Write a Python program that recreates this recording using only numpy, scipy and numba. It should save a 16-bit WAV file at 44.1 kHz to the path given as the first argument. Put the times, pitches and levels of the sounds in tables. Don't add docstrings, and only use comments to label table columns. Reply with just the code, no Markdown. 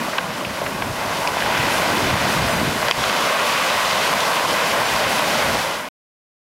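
import sys
import numpy as np
from scipy import signal
from scipy.io import wavfile
from scipy.ndimage import map_coordinates
from numba import njit

SR = 44100
rng = np.random.default_rng(int(sys.argv[2]) if len(sys.argv) > 2 else 0)


def makeup_ratio(level_db):
    decades = np.asarray(level_db, float) / 20
    return 10 ** decades


def waveform_to_disk(signal):
    frames = np.transpose(np.atleast_2d(signal))
    scaled = np.clip(frames, -1, 1) * 32767
    samples = np.round(scaled).astype(np.int16)
    wavfile.write(sys.argv[1], SR, samples)


N = 286205


def unit(x):
    return x / np.sqrt(np.mean(x ** 2))


def columns(table, s):
    rows = np.transpose(table)
    return [np.interp(s, rows[0], control) for control in rows[1:]]


def filtered(x, order, corner_hz, kind):
    return signal.sosfilt(signal.butter(order, corner_hz, kind, fs=SR, output="sos"), x)


def colour_db(points, hz):
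    f, db = np.transpose(points)
    db = np.interp(np.log(hz + 1), np.log(f), db, left=-90, right=-90)
    return db - 10 * np.log10(np.mean(makeup_ratio(2 * db)))


def patches(hz, s, rate, octaves):
    field = rng.standard_normal((60, 400))
    place = np.meshgrid(np.log2(hz + 20) / octaves, s * rate, indexing="ij")
    return unit(map_coordinates(field, place, order=3, mode="mirror"))


def swells(s, floor_db, peaks, rise_s, fall_s):
    late = s - peaks[0][:, None]
    distance = np.where(late < 0, -late / rise_s, late / fall_s)
    shape = np.exp(-2 * distance ** 0.67)
    bursts = np.sum(makeup_ratio(2 * peaks[1])[:, None] * shape, axis=0)
    return 10 * np.log10(makeup_ratio(2 * floor_db) + bursts)


def shaped(x, gain_db):
    window, overlap = 1024, 768
    hz, s, z = signal.stft(x, SR, nperseg=window, noverlap=overlap)
    return signal.istft(z * makeup_ratio(gain_db(hz, s)), SR, nperseg=window, noverlap=overlap)[1][:N]


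@njit
def ring(start, hz, cycles, size, glide):
    out = np.zeros(N)
    for k in range(len(start)):
        n = int(6 * cycles[k] * SR / hz[k]) + 1
        z = size[k] + 0j
        turn = np.exp((2j * np.pi - 1 / cycles[k]) * hz[k] / SR)
        rise = np.exp(2j * np.pi * hz[k] / SR * glide / n)
        for i in range(start[k], min(start[k] + n, N)):
            z, turn = z * turn, turn * rise
            out[i] += z.imag
    return out


def bubbles(count, low_hz, high_hz, cycles, scatter_db, glide):
    when, pitch, length, size, sign = rng.random((count, 5)).T
    start = (when * N).astype(np.int64)
    hz = low_hz * (high_hz / low_hz) ** pitch
    size_db = np.minimum(-scatter_db * np.log(1 - size), 12)
    size = makeup_ratio(size_db) * hz * np.sign(sign - .5)
    return unit(ring(start, hz, cycles * (.5 + length), size, glide))


# t/s, strength level/dB, spray level over the wash/dB,
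# hollow of the breaking wave f/Hz, its ring level/dB
WAVES = [(0.0, -28.5, -1.5, 1170, 3), (0.2, -30, -2, 1050, 1.5), (0.9, -29, -5, 1094, 1),
         (1.05, -28.5, -2.5, 1040, 1), (1.18, -26.5, -1.5, 995, 2), (1.27, -24.5, -7.5, 960, 4),
         (1.42, -26.5, 0.5, 955, -0.5), (1.55, -24.5, 0, 945, 3.5), (1.8, -21, -1, 900, 1),
         (2.3, -22.5, -1.5, 990, 0), (2.75, -24.5, -1.5, 900, -0.5), (3.05, -23.5, 0.5, 1140, 3.5),
         (3.5, -23, 1.5, 1170, 5.5), (4.1, -23, 1.5, 1090, 2.5), (4.65, -22.5, -1.5, 1070, 2),
         (5.15, -22, -1, 1016, -0.5), (5.5, -22.5, 0, 1070, 0), (5.85, -27.5, -2.5, 1026, 1)]
# f/Hz, level per Hz/dB
FOAM_COLOUR = [(120, -19.5), (200, -12.5), (340, -15), (600, 0.5), (820, -1), (1060, -2), (1400, -4),
               (2300, -6), (3000, -8), (4100, -12), (5000, -14), (7900, -22.5), (11600, -24),
               (15900, -32.5)]


def surf():
    def gain_db(hz, s):
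        wash_db, spray_db, hollow_hz, ring_db = columns(WAVES, s)
        octave = np.log2(hz[:, None] / 1000 + 0.0089)
        splash = np.exp(-((octave - 1.7) / 1.17) ** 2) * spray_db
        fizz = np.clip((octave - 2.0) / 0.85, 0, 1) * (2 + 0.2 * spray_db)
        hollow = ring_db * np.exp(-((hz[:, None] - hollow_hz) / 130) ** 2)
        swell = 0.54 * patches(hz, s, rate=3.1, octaves=7.2)
        swell = swell + 0.65 * patches(hz, s, rate=16.0, octaves=1.211)
        return colour_db(FOAM_COLOUR, hz)[:, None] + wash_db + 2.5 + splash + fizz + hollow + swell

    hiss = rng.standard_normal(N)
    burst = bubbles(count=9000, low_hz=348.0, high_hz=6000., cycles=1.32, scatter_db=2.5, glide=0.1)
    crackle = bubbles(count=12000, low_hz=900., high_hz=11900.0, cycles=0.29, scatter_db=2.5, glide=0.)
    return shaped(hiss + makeup_ratio(-13.5) * burst + makeup_ratio(-14.0) * crackle, gain_db)


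# f/Hz, level per Hz/dB
BUFFET_COLOUR = [(12, -51), (20, -18.5), (54, -2), (117, 1.5), (289, -8.5), (400, -11.5), (520, -45),
                 (880, -120)]
# peak t/s, buffet level/dB, time to die away/s, thump level of the largest eddies/dB
WIND_GUSTS = [(.07, -50, .06, -5), (.5, -38, 0.064, 5), (.66, -38, 0.055, 7), (.81, -32.5, 0.14, -1),
              (1.2, -41, .05, 3), (1.45, -39.5, 0.043, 7), (1.6, -27, 0.06, -2), (1.79, -34.5, 0.14, -6.5),
              (2.06, -21.5, 0.077, -18), (2.13, -24, 0.03, -20), (2.24, -30, .06, -14),
              (2.4, -27, 0.12, -3.5), (2.53, -26, 0.088, -2.5), (2.69, -26.5, 0.057, -9.5),
              (2.83, -39, .04, 2), (2.97, -33.5, 0.041, 4.5), (3.54, -43, 0.056, 2.5),
              (3.9, -37.5, 0.18, -2), (4.2, -39, .06, -5), (4.5, -41, 0.067, 2.5), (4.8, -39, .1, -1.5),
              (4.94, -30.5, .06, 2), (5.05, -35.5, 0.045, 3), (5.49, -30.5, 0.094, 1),
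              (5.82, -40.5, 0.051, 0)]


def wind():
    def buffet_db(hz, s):
        peak_s, peak_db, fall_s, extra_db = np.transpose(WIND_GUSTS)
        fall_s = fall_s[:, None]
        rise_s = 0.69 * fall_s
        breeze_db = -46
        push_db = swells(s, breeze_db, (peak_s, peak_db), rise_s, fall_s)
        thump_db = swells(s, breeze_db - 5.5, (peak_s, peak_db + extra_db), rise_s, fall_s) - push_db
        large = np.clip(-np.log2(hz[:, None] / 110 + .01) / 1.8, 0, 1)
        flutter_db = 2.0 * patches(hz, s, rate=22.0, octaves=3.2)
        return colour_db(BUFFET_COLOUR, hz)[:, None] + thump_db * large + push_db + 3.5 + flutter_db

    strength_db = -1.2 * np.log(rng.random(N // 256 + 1)).repeat(256)[:N]
    eddies = rng.standard_normal(N) * makeup_ratio(strength_db)
    return shaped(unit(eddies), buffet_db)


# peak t/s, rumble level/dB
FAR_BREAKERS = [(0.0, -33), (.8, -36.5), (1.49, -30.5), (1.95, -23.5), (2.3, -33), (2.65, -27.5),
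                (3.1, -34.5), (3.5, -37.5), (4.15, -35.5), (4.75, -40.5), (5.25, -30.5), (5.55, -37.5)]


def far_breakers():
    def rumble_db(hz, s):
        far = colour_db([(90, -33.0), (170, -1), (280, -3.5), (400, -6.5), (600, -23.0)], hz)
        fall_db = swells(s, -37, np.transpose(FAR_BREAKERS), rise_s=0.13, fall_s=.12)
        return far[:, None] + fall_db + 0.8 + 1.7 * patches(hz, s, rate=7.4, octaves=1.5)

    return shaped(rng.standard_normal(N), rumble_db)


# t/s, peak level/dB, f/Hz, ring/cycles
WATER_GULPS = [(.083, -14, 610, 1.5), (.6172, -9, 600, 1.3), (.847, -16, 700, 1.5), (1.107, -14, 700, 1.4),
               (1.3695, -4, 820, 1.1), (2.156, -10, 660, 1.5), (2.9025, -8, 750, 1.2),
               (2.9115, -4, 1050, 1.5), (3.198, -10, 684, 1.5), (5.011, -9, 592, 1.5),
               (5.554, -11, 1096, 1.5)]


def gulps():
    s, peak_db, hz, cycles = np.transpose(WATER_GULPS)
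    rings = ring((s * SR).astype(np.int64), hz, cycles, makeup_ratio(peak_db - 0.5), 0.27)
    return filtered(rings, 2, 300, "high")


# t/s, level/dB, lowest f/Hz, highest f/Hz
TREBLE_PUFFS = [(0.107, -48.0, 6300, 7500), (0.343, -46.0, 5200, 13300), (0.805, -48.0, 4200, 5100),
                (1.993, -48.0, 11700, 13000), (2.433, -39.0, 4300, 5100), (2.526, -39.0, 4200, 7900),
                (2.546, -47.0, 4200, 7900), (2.571, -40.0, 4200, 5000), (3.06, -46.0, 8300, 10000),
                (3.267, -38.0, 4600, 11300), (4.428, -42.0, 6900, 15300), (4.868, -39.0, 5700, 6800),
                (4.965, -37.0, 4200, 5100), (5.034, -45.0, 11000, 12700)]


def widenings():
    half = 1024
    side = np.zeros(N)
    for s, db, low_hz, high_hz in TREBLE_PUFFS:
        noise = filtered(rng.standard_normal(2 * half), 6, [low_hz, high_hz], "band")
        middle = int(s * SR)
        side[middle - half:middle + half] += makeup_ratio(db + 1) * unit(noise) * np.hanning(2 * half)
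    return side * np.array([[1], [-1]])


# t/s, peak level/dB, lowest ring f/Hz, highest ring f/Hz, rattle length/ms
STONE_KNOCKS = [(.132, -15.5, 1000, 2400, 8.6), (0.1826, -7, 890, 3900, 7.1), (.449, -15, 2000, 3300, 6),
                (.663, -15, 1190, 3020, 7.5), (0.8212, -9.5, 900, 4240, 4), (1.2744, -7, 2070, 6270, 2.6),
                (1.404, -12, 1500, 4500, 3), (1.422, -10, 1300, 3000, 3.5), (1.4617, -12.5, 696, 2480, 2.3),
                (1.547, -17.5, 1010, 5000, 6), (1.576, -12, 1490, 6500, 5.8), (2.828, -8, 672, 2640, 4.7),
                (2.8832, -6, 1510, 6000, 2), (2.886, -7, 600, 2300, 1.8), (2.894, -10.5, 1300, 2800, 2.5),
                (2.9108, -3, 2500, 3400, 2.2), (2.911, -6, 4400, 5500, 2.2), (2.92, -6.5, 1812, 2800, 1.5),
                (3.039, -6, 995, 4480, 2), (3.097, -10.5, 900, 5470, 3.4), (3.701, -12, 2180, 4800, 2.7),
                (3.911, -11.5, 2500, 5000, 3), (4.128, -6, 803, 2830, 10), (4.205, -12, 2500, 8000, 1.7)]


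def knocks(count):
    out = np.zeros(N)
    for s, peak_db, low_hz, high_hz, length_ms in STONE_KNOCKS:
        when, size, pitch = rng.random((3, count))
        when[::5] *= .1
        start = (SR * (s + when * length_ms / 1000)).astype(np.int64)
        hz = low_hz * (high_hz / low_hz) ** ((np.arange(count) + pitch) / count)
        force = np.sign(size - .5) * (.5 + size) * hz ** .15 * np.exp(-.5 * when)
        rattle = ring(start, hz, np.full(count, 2.2), force, .05)
        rattle = filtered(rattle, 2, [.85 * low_hz, 1.05 * high_hz], "band")
        out += rattle * makeup_ratio(peak_db) / np.abs(rattle).max()
    return out


def scene():
    shore = surf() + knocks(count=24) + gulps()
    late_ms, bounce_db, dulled_above_hz = 1.985, -15, 4000
    dull = signal.butter(2, dulled_above_hz, fs=SR, output="sos")
    bounce = signal.sosfiltfilt(dull, shore)
    bounce = np.interp(np.arange(N) - late_ms * SR / 1000, np.arange(N), bounce)
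    return np.tile(shore + makeup_ratio(bounce_db) * bounce + wind() + far_breakers(), (2, 1))


@njit
def follow(x, attack, release):
    out, e = np.empty(len(x)), .1
    for i in range(len(x)):
        e += (abs(x[i]) - e) * (attack if abs(x[i]) > e else release)
        out[i] = e
    return out


def gain_control(heard):
    ceiling_db, firmness, attack_s, release_s = -13.5, 0.93, 0.0012, 0.063
    envelope = follow(heard, 1 / (attack_s * SR), 1 / (release_s * SR))
    gain = np.minimum(1, makeup_ratio(ceiling_db) / envelope) ** firmness
    return np.roll(gain, 70)


# t/s, level/dB
FADE_OUT = [
    (0, 0.5),
    (5.5, 0.5),
    (5.62, -0.5),
    (5.75, -2),
    (5.887, -7.5),
]


def editor_fade():
    s = np.arange(N) / SR
    return makeup_ratio(columns(FADE_OUT, s)[0]) * (s < 5.8875)


def low_pass(x):
    return signal.sosfilt(signal.butter(12, 16090, fs=SR, output="sos"), x)


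def record(dry):
    heard = filtered(dry, 1, 45, "high")
    rounded = np.tanh(heard * gain_control(heard[0]) / .8) * .8
    mix = rounded * editor_fade() + widenings()
    top = signal.ellip(10, .2, 70, 15750, fs=SR, output="sos")
    return low_pass(signal.sosfilt(top, mix))


dry = scene()
out = record(dry)
waveform_to_disk(out)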